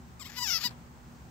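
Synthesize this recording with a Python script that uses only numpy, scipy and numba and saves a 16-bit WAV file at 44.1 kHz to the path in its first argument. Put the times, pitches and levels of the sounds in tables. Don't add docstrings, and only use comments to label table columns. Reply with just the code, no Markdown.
import sys
import numpy as np
from scipy import signal
from scipy.fft import rfft, irfft
from scipy.io import wavfile
from scipy.ndimage import uniform_filter1d
from numba import njit

SR = 44100
rng = np.random.default_rng(int(sys.argv[2]) if len(sys.argv) > 2 else 0)


def int16_out(signal):
    q = np.round(np.clip(np.atleast_2d(signal).T, -1, 1) * 32767)
    wavfile.write(sys.argv[1], SR, q.astype(np.int16))


N = 57330


def growl():
    # (time [s], pitch [Hz])
    snarl_pitch = [(.195, 1273), (.21, 1195), (.222, 1026), (.246, 917), (.262, 1075), (.275, 1294),
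                   (.287, 797.8), (.302, 858), (.318, 301.6), (.352, 271.3)]
    yowl_pitch = [(.366, 987), (.385, 1009), (.402, 990.7), (.415, 961), (.425, 999.2), (.435, 983.6),
                  (.45, 889), (.465, 869), (.473, 797.3), (.483, 746.7), (.491, 776.8), (.509, 693.2),
                  (.519, 725.5), (.53, 703), (.551, 659.5), (.574, 651), (.582, 560.4), (.596, 295.7)]
    yelp_pitch = [(.613, 630), (.624, 590), (.633, 720), (.644, 975), (.661, 1003), (.668, 975),
                  (.679, 810)]
    # (time [s], relative level [dB])
    push = [(.192, -75), (.196, -46), (.215, -39.5), (.228, -38.5), (.24, -50.5), (.256, -37.5),
            (.27, -40.5), (.29, -49), (.301, -40.5), (.312, -50), (.328, -44), (.351, -47.5), (.37, -32.5),
            (.389, -26.5), (.399, -35), (.411, -31), (.436, -28.5), (.458, -31.5), (.475, -28),
            (.505, -25.5), (.568, -27), (.583, -33), (.6, -41.5), (.615, -31.5), (.626, -34.5),
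            (.645, -24.5), (.661, -23.5), (.673, -30.5), (.681, -38), (.70, -66), (.73, -75)]
    # (time [s], roughness [0-1], weakening of every second pulse [0-1])
    fold_state = [(.2, .4, 0), (.222, .15, 0), (.24, .6, .2), (.258, .22, .3), (.272, .7, .2),
                  (.35, .9, .2), (.376, .1, .7), (.389, .06, .55), (.398, .15, .05), (.44, .08, 0),
                  (.464, .25, .05), (.476, .35, .4), (.492, .1, 0), (.512, .2, .2), (.535, .33, .35),
                  (.565, .06, .1), (.582, .35, .15), (.6, .8, .1), (.614, .15, .1), (.632, .4, .35),
                  (.651, .1, .55), (.661, .06, .04), (.67, .15, .05), (.685, .9, .1)]
    # (time [s], level into the throat [dB])
    snaps = [(0.688, -18), (.6937, -13), (0.71, -18)]
    voice_db, quaver = 13, .009
    jitter, shimmer_db, rasp = .075, 2, .6
    rasp_floor, puff_cycles = .05, .4
    hiss_db, hiss_hz = -16.5, 12750.
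    rough, weak = curve(fold_state), curve(fold_state, axis=2)
    pitch = curve(snarl_pitch + yowl_pitch + yelp_pitch) * (1 + quaver * walk(150))
    chance = rng.standard_normal((N, 2))
    pulses, phase = vocal_folds(pitch, jitter * rough, shimmer_db * rough, weak, chance)
    air = unit(np.exp(-phase / puff_cycles) * rng.standard_normal(N))
    effort = undb(voice_db) * envelope(push)
    source = (pulses + (rasp_floor + rasp * rough) * air) * effort
    for at, db in snaps:
        source[int(at * SR)] += undb(db)
    hiss = undb(hiss_db) * steep_band(air * effort, np.full(N, hiss_hz), width_hz=1700.)
    return vocal_tract(source) + hiss


@njit
def vocal_folds(hz, jitter, shimmer_db, weak, chance):
    limp = .03
    pulses, phase, turn, cycle = np.zeros(len(hz)), np.zeros(len(hz)), 0., 0
    for i in range(8, len(hz) - 9):
        detune = jitter[i] * chance[cycle, 0] + limp * weak[i] * (2 * (cycle % 2) - 1)
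        step = hz[i] * np.exp(detune) / SR
        turn += step
        if turn >= 1:
            turn, cycle = turn - 1, cycle + 1
            shimmer = 10 ** (shimmer_db[i] * chance[cycle, 1] / 20)
            size = shimmer * (1 - weak[i] * (cycle % 2)) / np.sqrt(step)
            for j in range(-7, 8):
                lag = j + turn / step + 1e-9
                window = .5 + .5 * np.cos(np.pi * lag / 8)
                pulses[i + j] += size * np.sin(np.pi * lag) / (np.pi * lag) * window
        phase[i] = turn
    return pulses, phase


def vocal_tract(source):
    # (frequency [Hz], gain [dB])
    throat_colour = [(300, -44), (600, -33), (760, -26), (980, -16), (1300, -14), (2000, -12), (2700, -9),
                     (3400, -9), (4000, -11), (4500, -8), (5700, -7), (6500, -17), (7600, -21), (8700, -38),
                     (10500, -27), (12400, -19), (14000, -18), (15800, -24)]
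    # (time [s], low [Hz], gain [dB], main [Hz], gain [dB], upper [Hz], gain [dB])
    resonances = [(.21, 1100, -3, 5500, -10, 7600, 19.5), (.255, 2160, -5, 3320, -2.5, 7900, 7.5),
                  (.32, 1760, 8, 4950, -26, 6830, 9), (.37, 2280, -12, 4800, -6, 7600, -7),
                  (.39, 1140, 3.5, 4900, -7, 7360, 10.5), (.43, 1030, 0.5, 5240, 5.5, 7430, 14),
                  (.49, 1510, -42, 5880, 4.5, 6820, 7), (.56, 1310, -34, 5072, 8.5, 6300, -5),
                  (.615, 1370, -42, 4520, -1, 6940, 7), (.66, 2020, -43, 4520, 6, 7400, 5.5)]
    throat = colour(source, throat_colour)
    mouth = np.zeros(N)
    for k, width_hz in enumerate([800., 1700., 1400.]):
        hz, db = curve(resonances, axis=2 * k + 1), curve(resonances, axis=2 * k + 2)
        mouth += undb(db) * steep_band(throat, hz, width_hz)
    return throat + mouth


def bump():
    at_s, hz, width_s, db = .656, 221.4, .0032, -35.5
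    t = np.arange(N) / SR - at_s
    return undb(db) * np.exp(-.5 * (t / width_s) ** 2) * np.sin(2 * np.pi * hz * t)


def scuff():
    # (time [s], level [dB])
    contact = [(.66, -70), (.685, -60), (.715, -51), (.75, -68), (.8, -83)]
    # (frequency [Hz], relative level [dB])
    brush = [(150, -10), (400, -2), (900, 0), (2000, -5), (5000, -14), (14000, -26)]
    return envelope(contact) * np.array([unit(colour(rng.standard_normal(N), brush)) for _ in range(2)])


def echo(x):
    # (frequency [Hz], gain [dB])
    walls = [(300, 0), (1000, 0), (2200, -3), (4000, -9), (6000, -13), (8000, -14), (14000, -18)]
    echo_db, t60_s, delay_s = -16, .08, .002
    t = np.arange(SR // 2) / SR
    tails = rng.standard_normal((2, len(t))) * undb(-60 * t / t60_s) * (t > delay_s)
    dull = colour(x, walls)
    return undb(echo_db) * np.array([signal.fftconvolve(dull, h / np.linalg.norm(h))[:N] for h in tails])


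def yard():
    # (frequency [Hz], relative density [dB])
    rumble = [(15, -47), (25, -31.5), (59, -1.5), (79, -0.5), (96, -4.5), (122, -1), (169, 0), (240, -9),
              (389, -16.5), (666, -20), (762, -16), (3630, -33.5), (7700, -33), (10900, -48.5),
              (15500, -36)]
    # (frequency [Hz], side minus mid [dB])
    spread = [(50, -3), (150, -10.5), (500, -5.5), (1200, 3), (3000, -1), (12000, -0.5)]
    yard_db = -52
    mid, side = (undb(yard_db + .5 * walk(14)) * unit(colour(rng.standard_normal(2 * N), rumble)[N:])
                 for _ in range(2))
    return mid + colour(side, spread) * np.array([[1], [-1]])


def motor():
    # (frequency [Hz], level [dB], wavering [0-1])
    tones = [(69, -61, 0.42), (118.9, -63, 0.43), (240, -60, 0.23), (369, -76, 0.58)]
    t = np.arange(N) / SR
    hum = np.zeros(N)
    for hz, db, waver in tones:
        drift = 1 + waver * (walk(12) + 1j * walk(11.56))
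        hum += np.sqrt(2) * undb(db) * np.real(drift * np.exp(2j * np.pi * hz * t))
    return hum


def undb(db):
    return 10 ** (np.asarray(db) / 20)


def unit(x):
    return x / np.sqrt(np.mean(x ** 2))


def curve(rows, axis=1):
    rows = np.array(rows, float)
    return np.interp(np.arange(N) / SR, rows[:, 0], rows[:, axis])


def envelope(rows):
    t = np.arange(N) / SR
    return undb(curve(rows)) * (t > rows[0][0]) * (t < rows[-1][0])


def colour(x, points, size=8192):
    hz, db = np.array(points, float).T
    bins_hz = np.arange(size // 2 + 1) * SR / size
    gain = undb(np.interp(np.log(bins_hz + 1), np.log(hz), db))
    cepstrum = irfft(np.log(gain))
    cepstrum[1:size // 2] *= 2
    cepstrum[size // 2 + 1:] = 0
    return signal.fftconvolve(x, irfft(np.exp(rfft(cepstrum))))[:len(x)]


def walk(per_s):
    hold = int(SR / per_s)
    steps = np.repeat(rng.standard_normal(N // hold + 1), hold)
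    return unit(uniform_filter1d(uniform_filter1d(steps, hold), hold)[:N])


@njit
def resonate(x, hz, width_hz):
    y, band_state, low_state = np.empty(len(x)), 0., 0.
    for i in range(len(x)):
        tuning, damping = np.tan(np.pi * hz[i] / SR), width_hz / hz[i]
        band = (band_state + tuning * (x[i] + 1e-18 - low_state)) / (1 + tuning * (tuning + damping))
        band_state, low_state = 2 * band - band_state, low_state + 2 * tuning * band
        y[i] = damping * band
    return y


def steep_band(x, hz, width_hz):
    return resonate(resonate(x, hz, width_hz), hz, width_hz)


def scene():
    # (frequency [Hz], gain [dB])
    shadow = [(300, 0), (700, -2), (1300, -1), (2100, -7), (3000, -11), (4000, -11), (5000, -17),
              (6000, -25), (8100, -24), (12000, -21), (15000, -29)]
    cat = growl()
    return np.array([cat, colour(cat, shadow)]) + echo(cat) + bump() + scuff() + yard() + motor()


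def record(dry):
    top_hz = 15650
    return signal.sosfilt(signal.ellip(10, .2, 80, top_hz, fs=SR, output="sos"), dry)


dry = scene()
out = record(dry)
int16_out(out)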